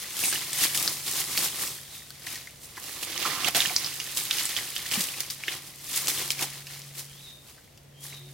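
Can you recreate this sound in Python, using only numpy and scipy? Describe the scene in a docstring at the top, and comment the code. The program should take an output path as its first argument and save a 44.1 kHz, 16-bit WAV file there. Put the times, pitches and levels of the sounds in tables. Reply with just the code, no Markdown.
"""Bamboo dragged over a forest floor

Close to the microphones, long dry bamboo stalks are dragged, lifted and laid down, and feet shift in the litter.
Leaves, stalks and litter are trains of tiny random fractures, coloured and swelling with each sweep or jolt.
Snaps are noise bursts with a ringing band, judders are catches through a resonance, thuds are low decaying sines.
The surrounding stems scatter it all back as short and long echoes. Far off, a motor line drones, a bird whistles
three times and something hoots once, over filtered noise for the forest air."""
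import sys
import numpy as np
from scipy import signal
from scipy.fft import rfft, irfft, next_fast_len
from scipy.io import wavfile
from scipy.ndimage import uniform_filter1d

SR = 44100
rng = np.random.default_rng(int(sys.argv[2]) if len(sys.argv) > 2 else 0)


def materialize(psi):
    """Save the field psi as 16-bit PCM at rate SR to the path in sys.argv[1].

    A 1-D psi becomes a single channel; in a 2-D psi each row is a channel.
    """
    bounded = np.clip(np.atleast_2d(psi).T, -1, 1)
    quanta = np.round(bounded * 32767).astype(np.int16)
    wavfile.write(sys.argv[1], SR, quanta)


N = 367353
TIME = np.arange(N) / SR

# Forest air, filter shape: [f/Hz, relative level/dB]
FOREST_SHAPE = [(20, -20), (55, -6), (95, -4), (125, -4), (190, -8), (320, -12.5), (600, -12.5),
                (1200, -22.5), (3000, -22.5), (9000, -29), (16000, -31)]
# Likeness of left and right for sound from all round: [f/Hz, correlation]
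CHANNEL_LIKENESS = [(100, 0.99), (500, 0.25), (1000, 0.19), (2000, 0.49), (4000, 0.13), (12000, 0.24)]
# Distant motor, course of its level: [t/s, relative level/dB]
MOTOR_LEVEL = [(0, -82), (0.35, -58), (0.8, -51), (1.3, -55.5), (2.2, -59), (3.0, -68), (3.9, -54.5),
               (4.5, -63.5), (5.0, -55), (5.5, -54.5), (6.0, -56), (6.4, -50.5), (6.9, -49.5), (7.2, -53),
               (7.5, -65), (7.75, -62), (8.05, -48), (8.33, -45.5)]
# One whistle of the bird: [t after its start/s, f/Hz, relative level/dB]
WHISTLE_CONTOUR = [(0, 3100, -16), (.04, 3200, -10.5), (.09, 3300, -10), (.125, 3620, -8), (.165, 4020, -5),
                   (.215, 3670, 0.5), (.265, 3770, -12), (.31, 3660, -24)]
# When the bird whistles: [t/s, relative level/dB]
WHISTLE_STARTS = [(1.75, -50), (7.06, -46.5), (7.94, -47)]
# Stalks land on the ground: [t/s, relative level/dB, f/Hz, decay/s]
GROUND_THUDS = [(2.775, -43, 330, .003), (4.974, -23.5, 207, 0.0043), (4.994, -32.5, 185, 0.0066),
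                (5.481, -34.5, 365, 0.0028)]
# Filter shapes of dead-leaf litter, stalks, leaves and broad cracks: [f/Hz, relative level/dB]
LITTER_SHAPE = [(40, -26), (90, -1), (200, 2.5), (320, 2.5), (490, 0), (700, 0), (1200, 3), (1700, -8.5),
                (3000, -9.5)]
STALK_SHAPE = [(600, -23.5), (1450, -6), (2000, -1), (2500, -1.5), (3200, 0.5), (4700, -0.5), (6500, -4),
               (11000, -41)]
LEAF_SHAPE = [(900, -38), (2000, -13), (4000, -3.5), (5500, -1), (9000, 1.5), (12000, 0), (15500, -3.5)]
CRACK_SHAPE = [(150, -10), (900, -11), (2200, 1), (5000, 9), (9000, -2), (16000, -2.5)]
# Stalks judder against each other: [t/s, relative length/s, relative level/dB, f/Hz]
STALK_JUDDERS = [(0.247, 0.056, -29.5, 8800), (3.249, 0.025, -33.5, 1140), (3.273, 0.16, -40, 1240),
                 (3.468, 0.016, -33, 724), (3.548, 0.035, -33.5, 690), (3.698, 0.02, -38, 720),
                 (6.414, 0.023, -38.5, 870)]
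# Twigs and stalks snap or knock:
# [t/s, relative level/dB, f/Hz, relative length/s, share of broad crack 0-1, left minus right/dB]
TWIG_SNAPS = [(0.165, -29, 3470, .0021, .4, .5), (0.192, -22.5, 11000, .0015, 0.8, 0),
              (0.235, -23.5, 2530, 0.0062, .2, -1), (0.255, -21, 9000, .0013, .2, 0),
              (0.326, -27.5, 1650, .003, .3, 0), (0.531, -19.5, 8240, .0018, .6, 0),
              (0.62, -20, 5000, .001, .95, 0), (0.747, -23, 3060, 0.0011, 0.6, -7),
              (0.776, -22.5, 3260, .0033, 0.8, 1), (0.877, -14, 5050, .0013, 0.7, 3),
              (1.3757, -12, 2830, 0.0014, 0.9, -.5), (1.3807, -19, 4660, 0.0015, 0.7, 0),
              (2.105, -30, 1500, .001, .92, 0), (2.268, -29.5, 1880, .0027, 0.3, 0),
              (2.356, -29.5, 1940, .0037, 0.77, 0), (2.472, -32.5, 2090, 0.0021, 0.3, 1),
              (2.77, -33, 1780, 0.0043, .15, -1), (2.776, -36, 1010, .003, .05, -1),
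              (3.227, -22, 3060, .0009, .5, -11), (3.178, -22, 2370, .0013, .64, -8.5),
              (3.251, -20.5, 1230, 0.0022, 0.1, -2), (3.261, -23, 1200, .0018, .4, -4),
              (3.446, -14, 3000, .0007, .4, -15), (3.449, -16, 2650, .0007, 0.3, -10),
              (3.6045, -9.5, 3580, .001, .35, -2), (3.6194, -14, 3060, 0.00071, .2, -3),
              (3.658, -15, 3060, .0014, 0.5, -6), (3.7635, -8.5, 5240, .0009, .1, -5),
              (3.845, -20.5, 4660, .0015, .1, -1), (3.861, -22, 4720, 0.0016, .05, -7),
              (4.0005, -24, 3080, .0036, .75, -4), (4.1725, -18, 7770, .0008, .7, -2.5),
              (4.31, -12.5, 3360, .0017, 0.35, -4), (4.3845, -16, 3300, .001, 0.83, -7),
              (4.455, -16.5, 7940, .001, .1, -3), (4.565, -21.5, 3250, 0.0051, 0.66, -5),
              (4.764, -19.5, 3300, .0016, 0.6, -5), (4.8633, -26.5, 3250, .0027, .8, -3.5),
              (4.914, -18, 2840, 0.00089, 0.84, -6), (4.938, -17, 3050, .0009, .1, 1),
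              (5.007, -18.5, 4010, 0.0015, 0.9, -1), (5.087, -21, 2950, .0007, 0.5, -6),
              (5.2051, -17, 12400, 0.0013, 0.54, -5.5), (5.301, -23.5, 4840, .0013, .4, 5),
              (5.4366, -24.5, 2340, .0018, 0, -1), (5.4803, -21.5, 1970, 0.0032, 0.08, -1),
              (5.4809, -22, 3020, 0.0035, 0.1, -1), (5.9745, -16, 7750, .0005, .7, -2),
              (6.072, -14.5, 6310, .0006, 0.5, 1), (6.0818, -18, 5500, .0013, .9, 0),
              (6.305, -11, 2870, 0.00064, 0.65, -1), (6.3926, -21.5, 2300, .00069, .36, -2),
              (6.426, -24, 3060, 0.002, .95, 3), (6.669, -36, 2650, 0.0045, .75, -1),
              (6.8183, -32, 5430, .00056, 0.5, 1), (7.578, -50, 1640, .005, .15, 0),
              (7.7749, -46, 3200, 0.0034, 0.9, 0)]
# Where the stalks touch; each layer scales the offset: [t/s, relative left minus right/dB]
CONTACT_PLACE = [(0.0, 0), (2.48, 0), (3.25, -3), (4.87, 0), (8.33, 0.5)]
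# Stirring of the bundle between sweeps: [t/s, relative leaf level/dB]
STIR_LEVEL = [(0, -41.5), (1.0, -57), (1.85, -53.5), (2.55, -58.5), (3.1, -48), (4.05, -41.5), (5.0, -42),
              (5.4, -57.5), (6.85, -53), (7.3, -65), (7.65, -63.5), (7.95, -72), (8.33, -57.5)]
# Sweeps of a stalk or foot through the leaves:
# [peak t/s, relative leaf, stalk and litter level/dB (three columns), swell/s, fade/s]
LEAF_SWEEPS = [(0.252, -26.5, -32.5, -41.5, 0.063, 0.033), (0.327, -32, -31, -43.5, 0.024, 0.11),
               (0.64, -24.5, -26, -38.5, 0.064, 0.039), (0.845, -31, -36.5, -43.5, 0.17, 0.14),
               (1.081, -33, -35.5, -45.5, 0.035, 0.13), (1.207, -28.5, -32.5, -41.5, 0.056, 0.022),
               (1.444, -29.0, -32, -41.0, 0.16, 0.049), (1.621, -32.0, -35.5, -44.5, 0.087, 0.097),
               (1.953, -45.0, -47.5, -61, 0.061, 0.077), (2.315, -41.5, -40, -51.5, 0.07, 0.102),
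               (2.636, -45.5, -58, -63.5, 0.022, 0.049), (2.863, -42.5, -43.5, -52.0, 0.088, 0.629),
               (3.267, -36.5, -30, -39, 0.12, 0.148), (3.487, -33.0, -25, -35, 0.052, 0.011),
               (3.881, -41.0, -38.5, -51, 0.17, 0.035), (4.175, -32.0, -37, -50, 0.013, 0.066),
               (4.386, -34, -31.0, -48.5, 0.09, 0.122), (4.578, -38, -35, -48.0, 0.025, 0.064),
               (4.772, -58, -43, -54, 0.026, 0.32), (5.181, -41, -41, -53, 0.036, 0.096),
               (5.534, -40, -36.5, -47.5, 0.094, 0.056), (5.67, -46.5, -49.5, -58, 0.034, 0.059),
               (5.974, -30, -33.5, -45.5, 0.07, 0.066), (6.201, -34, -34.5, -44.0, 0.15, 0.1),
               (6.429, -29.0, -29.5, -38, 0.032, 0.024), (6.58, -45.5, -43, -57.0, 0.155, 0.042),
               (6.728, -46, -44.5, -58, 0.053, 0.089), (6.993, -36.5, -41.5, -50.5, 0.024, 0.026),
               (7.287, -53, -54, -68, 0.53, 0.091), (7.495, -52.5, -55, -61, 0.053, 0.064),
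               (8.045, -42.5, -52, -57.5, 0.023, 0.077), (8.142, -56.5, -48, -59, 0.086, 0.051)]
# Jolts, when a caught stalk springs free or lands:
# [t/s, relative leaf, stalk and litter level/dB (three columns), settling/s]
STALK_JOLTS = [(0.745, -29, -32.5, -42.5, .075), (2.265, -39, -39, -50, .03), (3.027, -33, -32, -44, .019),
               (3.5465, -28, -25.5, -38.5, .13), (4.171, -36, -39, -52, .03),
               (4.489, -34.5, -32, -50.5, .035), (4.9155, -30, -30, -41.5, .13),
               (5.006, -29, -36, -52, .032), (5.203, -32.5, -38.5, -57, .014),
               (5.301, -33.5, -37, -54.5, .026), (6.0805, -23, -28, -38.5, .025),
               (6.304, -31.5, -33, -55, .019)]

JOLT_ATTACK_S = .0015
STIR_STALK_DB, STIR_LITTER_DB = 0.4, -12  # beside the leaf level of the stirring
# Lesser twigs: rate, base level above the scrape, scatter, middle pitch and relative length
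TWIGS_PER_S, TWIG_DB, TWIG_SPREAD_DB, TWIG_HZ, TWIG_S = 9, 5, 1.8, 3300, .0009
PORT_LAG_S_PER_DB = 8e-6  # delay at the farther microphone port
TOP_HZ = 15950


def undb(db):
    """Decibels to gain."""
    return 10 ** (np.asarray(db) / 20)


def curves(table):
    """The columns of a timed table, joined by straight lines."""
    s, *columns = np.transpose(table)
    return [np.interp(TIME, s, c) for c in columns]


def unit(x):
    """Scale a stereo pair so that its middle has rms 1."""
    return x / np.sqrt(np.mean(x.mean(0) ** 2))


def pan(db):
    """Left and right gains, of mean 1, for a level difference."""
    gains = undb(np.array([db, -db]).reshape(2, -1) / 2)
    return gains / gains.mean(0)


def on_bins(points, size):
    """Read (Hz, value) points at the bins of a transform, along log frequency."""
    hz, value = np.transpose(points)
    bin_hz = np.arange(size // 2 + 1) * SR / size
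    return np.interp(np.log(bin_hz + 1), np.log(hz), value)


def convolve(x, response):
    """Pass sound through a response, channel by channel."""
    return signal.fftconvolve(np.atleast_2d(x), np.atleast_2d(response), axes=1)[:, :N]


def colour(x, spectrum, size=2048):
    """Causal minimum-phase filter with the given spectrum and unit energy."""
    cepstrum = irfft(np.log(undb(on_bins(spectrum, size))))
    # fold the cepstrum forward in time
    cepstrum[1:size // 2] *= 2
    cepstrum[size // 2 + 1:] = 0
    response = irfft(np.exp(rfft(cepstrum)))
    return convolve(x, response / np.linalg.norm(response))


def diffuse(pair):
    """Make two unrelated channels alike in the bass, as close microphones hear them."""
    size = next_fast_len(pair.shape[1])
    alike = np.clip(on_bins(CHANNEL_LIKENESS, size), 0, 1)
    mid, side = rfft(pair, size) * np.sqrt([1 + alike, 1 - alike]) / np.sqrt(2)
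    return irfft(np.array([mid + side, mid - side]), size)[:, :pair.shape[1]]


def walk(rate):
    """Smooth random wandering with a spread of 1."""
    k = max(int(SR / rate), 1)
    steps = np.repeat(rng.standard_normal(N // k + 1), k)
    y = uniform_filter1d(uniform_filter1d(steps, k), k)[:N]
    return y / y.std()


def scatter(x, t60, gap):
    """Echoes from many stems: they build up over the gap and die away."""
    t = TIME[:SR]
    build_up = 1 - np.exp(-(t / gap) ** 2)
    response = diffuse(rng.standard_normal((2, SR))) * undb(-60 * t / t60) * build_up
    return convolve(x.mean(0), response / np.linalg.norm(response[0]))


def flurries(rate, decay, depth, spread_db):
    """One fracture sets off its neighbours: activity jumps and dies away. Gain with rms 1."""
    strength = undb(-spread_db * np.log(rng.random(N) + 0.055)) ** 2
    triggers = (rng.random(N) < rate / SR) * strength
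    activity = signal.lfilter([1], [1, -np.exp(-1 / (decay * SR))], triggers)
    return np.sqrt(1 - depth + depth * activity / activity.mean())


def crackle(rate, spread_db, width_db, lag, count=150000):
    """Tiny fractures, most weak and a few strong if spread, each with its own level difference and lag."""
    chance = rng.random((count, 5))[:int(min(rate * N / SR, count))]
    when, strength, sign, side, angle = chance.T
    size = np.sign(sign - .5) * undb(-spread_db * np.log(strength + 0.013))
    gains = pan(width_db * (2 * side - 1))
    left = (when * (N - 1)).astype(int)
    shift = np.round(lag * (2 * angle - 1)).astype(int)  # samples between the ports
    right = np.clip(left + shift, 0, N - 1)
    return np.array([np.bincount(at, size * g, N) for at, g in zip((left, right), gains)])


def ringing(low_hz, high_hz, cycles, rate, spread_db, width_db, lag, size=320, count=12000):
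    """Fractures in pieces of many sizes, each ringing for a few cycles at its own pitch."""
    chance = rng.random((count, 4))[:int(min(rate * N / SR, count))]
    when, strength, piece, side = chance.T[:, :, None]
    hz = low_hz * (high_hz / low_hz) ** piece
    side = 2 * side - 1
    places = (when * (N - size)).astype(int) + np.arange(size)
    out = []
    for port in (1, -1):  # left, right
        samples = np.maximum(np.arange(size) - 2 + port * side * lag / 2, 0)
        turns = hz * samples / SR
        loudness = undb(-spread_db * np.log(strength + 0.0028) + port * side * width_db / 2)
        grains = loudness * np.exp(-turns / cycles) * np.sin(2 * np.pi * turns)
        out.append(np.bincount(places.ravel(), grains.ravel(), N))
    return unit(np.array(out))


def from_side(pair, place_db):
    """Sound from one side reaches the far port a little later."""
    lag = PORT_LAG_S_PER_DB * place_db * SR
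    late = np.round([np.maximum(-lag, 0), np.maximum(lag, 0)]).astype(int)
    return np.take_along_axis(pair, np.maximum(np.arange(N) - late, 0), axis=1)


def forest():
    """Low distant rumble and a thin hiss of foliage: filtered noise from all round."""
    air = colour(diffuse(rng.standard_normal((2, N))), FOREST_SHAPE)
    return unit(air) * undb(-56.5 + 0.23 * walk(1.26))


def motor(hz=140.0):
    """A far motor, of which one low, slightly unsteady line carries through the trees."""
    db, = curves(MOTOR_LEVEL)
    phase = 2 * np.pi * np.cumsum(hz * (1 + 0.0029 * walk(4.88))) / SR
    fading_db = .9 * walk(5)
    return np.sqrt(2) * np.sin(phase) * undb(db - 1.0 + fading_db)


def hoot(s=8.26, length=0.066, hz=365, db=-55):
    """A faint, soft hoot far away: a wavering sine under a bell-shaped swell."""
    phase = 2 * np.pi * np.cumsum(hz * (1 + 0.0205 * walk(40))) / SR
    return undb(db) * np.exp(-((TIME - s) / length) ** 2) * np.sin(phase)


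def bird():
    """A wavering whistle that climbs and then dips, smeared by the trees."""
    song = np.zeros(N)
    for start, db in WHISTLE_STARTS:
        hz, shape_db = curves(np.array(WHISTLE_CONTOUR) + [start, 0, 0])
        sounding = (TIME > start) & (TIME < start + WHISTLE_CONTOUR[-1][0])
        waver = 1 + .018 * walk(220)
        song += sounding * undb(db + shape_db) * np.sin(2 * np.pi * np.cumsum(hz * waver) / SR)
    return undb(-2) * song + undb(3) * scatter(song[None], t60=.45, gap=.008)


def thuds():
    """Soft ground takes the weight of the stalks: a few low cycles."""
    out = np.zeros(N)
    for s, db, hz, decay in GROUND_THUDS:
        t = np.maximum(TIME - s, 0)
        envelope = 2 * t / decay * np.exp(-t / decay)
        out += undb(db) * envelope * np.sin(2 * np.pi * hz * t)
    return out


def litter(db):
    """The deep layer of dead leaves gives way with a dull crunch of many fractures."""
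    crunch = crackle(rate=2200, spread_db=3.8, width_db=3, lag=6)
    activity = flurries(rate=110, decay=0.0033, depth=0.4, spread_db=2.5)
    return unit(colour(crunch * activity, LITTER_SHAPE)) * undb(db + 2.0)


def leaves(db):
    """Countless papery leaves brush and crackle in small flurries as they are swept aside."""
    brushing = unit(crackle(rate=14000, spread_db=0.0, width_db=18.0, lag=.7))
    blades = ringing(2970, 13000, cycles=2.0, rate=820, spread_db=2.0, width_db=6, lag=1.6)
    activity = flurries(rate=130, decay=.001, depth=.3, spread_db=4)
    rustle = brushing * activity + undb(-9.5) * blades
    return unit(colour(rustle, LEAF_SHAPE)) * undb(db + 1.11)


def snaps(rows, size=2048):
    """A sudden break, then fibres tear in a quick burst: a broad crack, and the broken piece rings."""
    cracks, rings = np.zeros((2, 2, N + size))
    t = TIME[:size]
    for s, db, hz, length, share, pan_db in rows:
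        share, at = np.clip(share, .02, .98), int(s * SR)
        fibres = rng.standard_normal(size)
        fibres[0] = 3  # a strong first break
        crack = fibres * np.exp(-t / (1.1 * length))
        band = np.minimum([hz / 1.16, hz * 1.16], .45 * SR)
        modes = signal.butter(2, band, "band", fs=SR)
        ring = signal.lfilter(*modes, fibres * np.exp(-t / (2.2 * length)))
        crack = np.sqrt(share) * crack / np.linalg.norm(crack)
        ring = np.sqrt(1 - share) * ring / np.linalg.norm(ring)
        gain = undb(db - 1.0) * np.sqrt(length * SR) * pan(pan_db)
        # a port on the clearly louder side is reached first
        lag = int(np.clip(np.round(0.28 * pan_db), -2, 2))
        for channel, start in enumerate((at, at + lag)):
            cracks[channel, start:start + size] += gain[channel] * crack
            rings[channel, start:start + size] += gain[channel] * ring
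    return colour(cracks[:, :N], CRACK_SHAPE) + rings[:, :N]


def lesser_snaps(stalk_db, place_db, count=200):
    """Small twigs give way at random, louder the harder the stalks scrape; rows as in TWIG_SNAPS."""
    when, strength, piece, share = rng.random((count, 4))[:int(TWIGS_PER_S * N / SR)].T
    at = (when * (N - 1)).astype(int)
    db = stalk_db[at] + TWIG_DB - TWIG_SPREAD_DB * np.log(strength + 0.055)
    hz = TWIG_HZ * 2 ** (2 * piece - 1)  # within an octave either way
    return list(zip(TIME[at], db, hz, np.full(len(at), TWIG_S), share, 2 * place_db[at]))


def judders(place_db):
    """Stick and slip: a short run of catches drives one resonance of a hollow stalk."""
    catches = unit(crackle(rate=2500, spread_db=6.0, width_db=1, lag=3))
    out = np.zeros((2, N))
    for s, length, db, hz in STALK_JUDDERS:
        span = slice(int(s * SR), int((s + 1.64 * length) * SR))
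        tone = signal.lfilter(*signal.iirpeak(hz, 6, fs=SR), catches[:, span])
        progress = np.linspace(0, 1, tone.shape[1])
        out[:, span] += unit(tone * np.sqrt(progress) * (1 - progress)) * undb(db - 4.0)
    return out * pan(1.5 * place_db)


def stalks(db):
    """Side twigs catch and slip along the stalks in short bursts, and ring briefly."""
    slips = unit(crackle(rate=9000, spread_db=2.5, width_db=4, lag=3))
    twigs = ringing(1700, 5400, cycles=4, rate=400, spread_db=3.6, width_db=4, lag=2.5)
    activity = flurries(rate=220, decay=0.0043, depth=0.52, spread_db=2.5)
    scrape = slips * activity + undb(-9.5) * twigs
    return unit(colour(scrape, STALK_SHAPE)) * undb(db - 1.9)


def handling():
    """Levels of leaves, stalks and litter in dB: sweeps swell and fade, jolts start abruptly and settle."""
    stir_db, = curves(STIR_LEVEL)
    power = undb(stir_db + np.array([[0], [STIR_STALK_DB], [STIR_LITTER_DB]])) ** 2
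    jolts = [(s + JOLT_ATTACK_S, *dbs, JOLT_ATTACK_S / 2, settling) for s, *dbs, settling in STALK_JOLTS]
    for s, *dbs, swell, fade in list(LEAF_SWEEPS) + jolts:
        span = slice(max(int((s - 6 * swell) * SR), 0), int((s + 6 * fade) * SR))
        t = TIME[span] - s
        motion = np.exp(-np.maximum(-t / swell, t / fade))
        power[:, span] += np.outer(undb(dbs), motion) ** 2
    return 10 * np.log10(power)


def scene():
    """The work on the ground, its echoes off litter and stems, and the forest behind."""
    background = forest() + motor() + hoot() + bird()
    leaf_db, stalk_db, litter_db = handling()
    place_db, = curves(CONTACT_PLACE)
    rustle = litter(litter_db) * pan(0.34 * place_db)
    rustle = rustle + leaves(leaf_db) * pan(.8 * place_db)
    rustle = rustle + from_side(stalks(stalk_db), place_db) * pan(2.5 * place_db)
    # shared flurries bind the three layers
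    rustle = rustle * flurries(rate=83, decay=0.0074, depth=0.1, spread_db=3.0)
    rustle = rustle + judders(place_db)
    cracks = snaps(list(TWIG_SNAPS) + lesser_snaps(stalk_db, place_db))
    # each snap shakes the leaves on its twig
    shaken = undb(-8.0) * colour(scatter(cracks, t60=0.22, gap=0.0023), LEAF_SHAPE)
    near = undb(-11) * scatter(rustle + cracks, t60=0.046, gap=0.003)
    far = undb(-15.5) * scatter(rustle + cracks, t60=0.44, gap=0.021)
    return background + thuds() + far + near + shaken + cracks + undb(0.77) * rustle


def record(dry):
    """The camera cuts the top: a steep low-pass."""
    return signal.sosfilt(signal.ellip(10, .2, 70, TOP_HZ, fs=SR, output="sos"), dry)


dry = scene()
out = record(dry)
materialize(out)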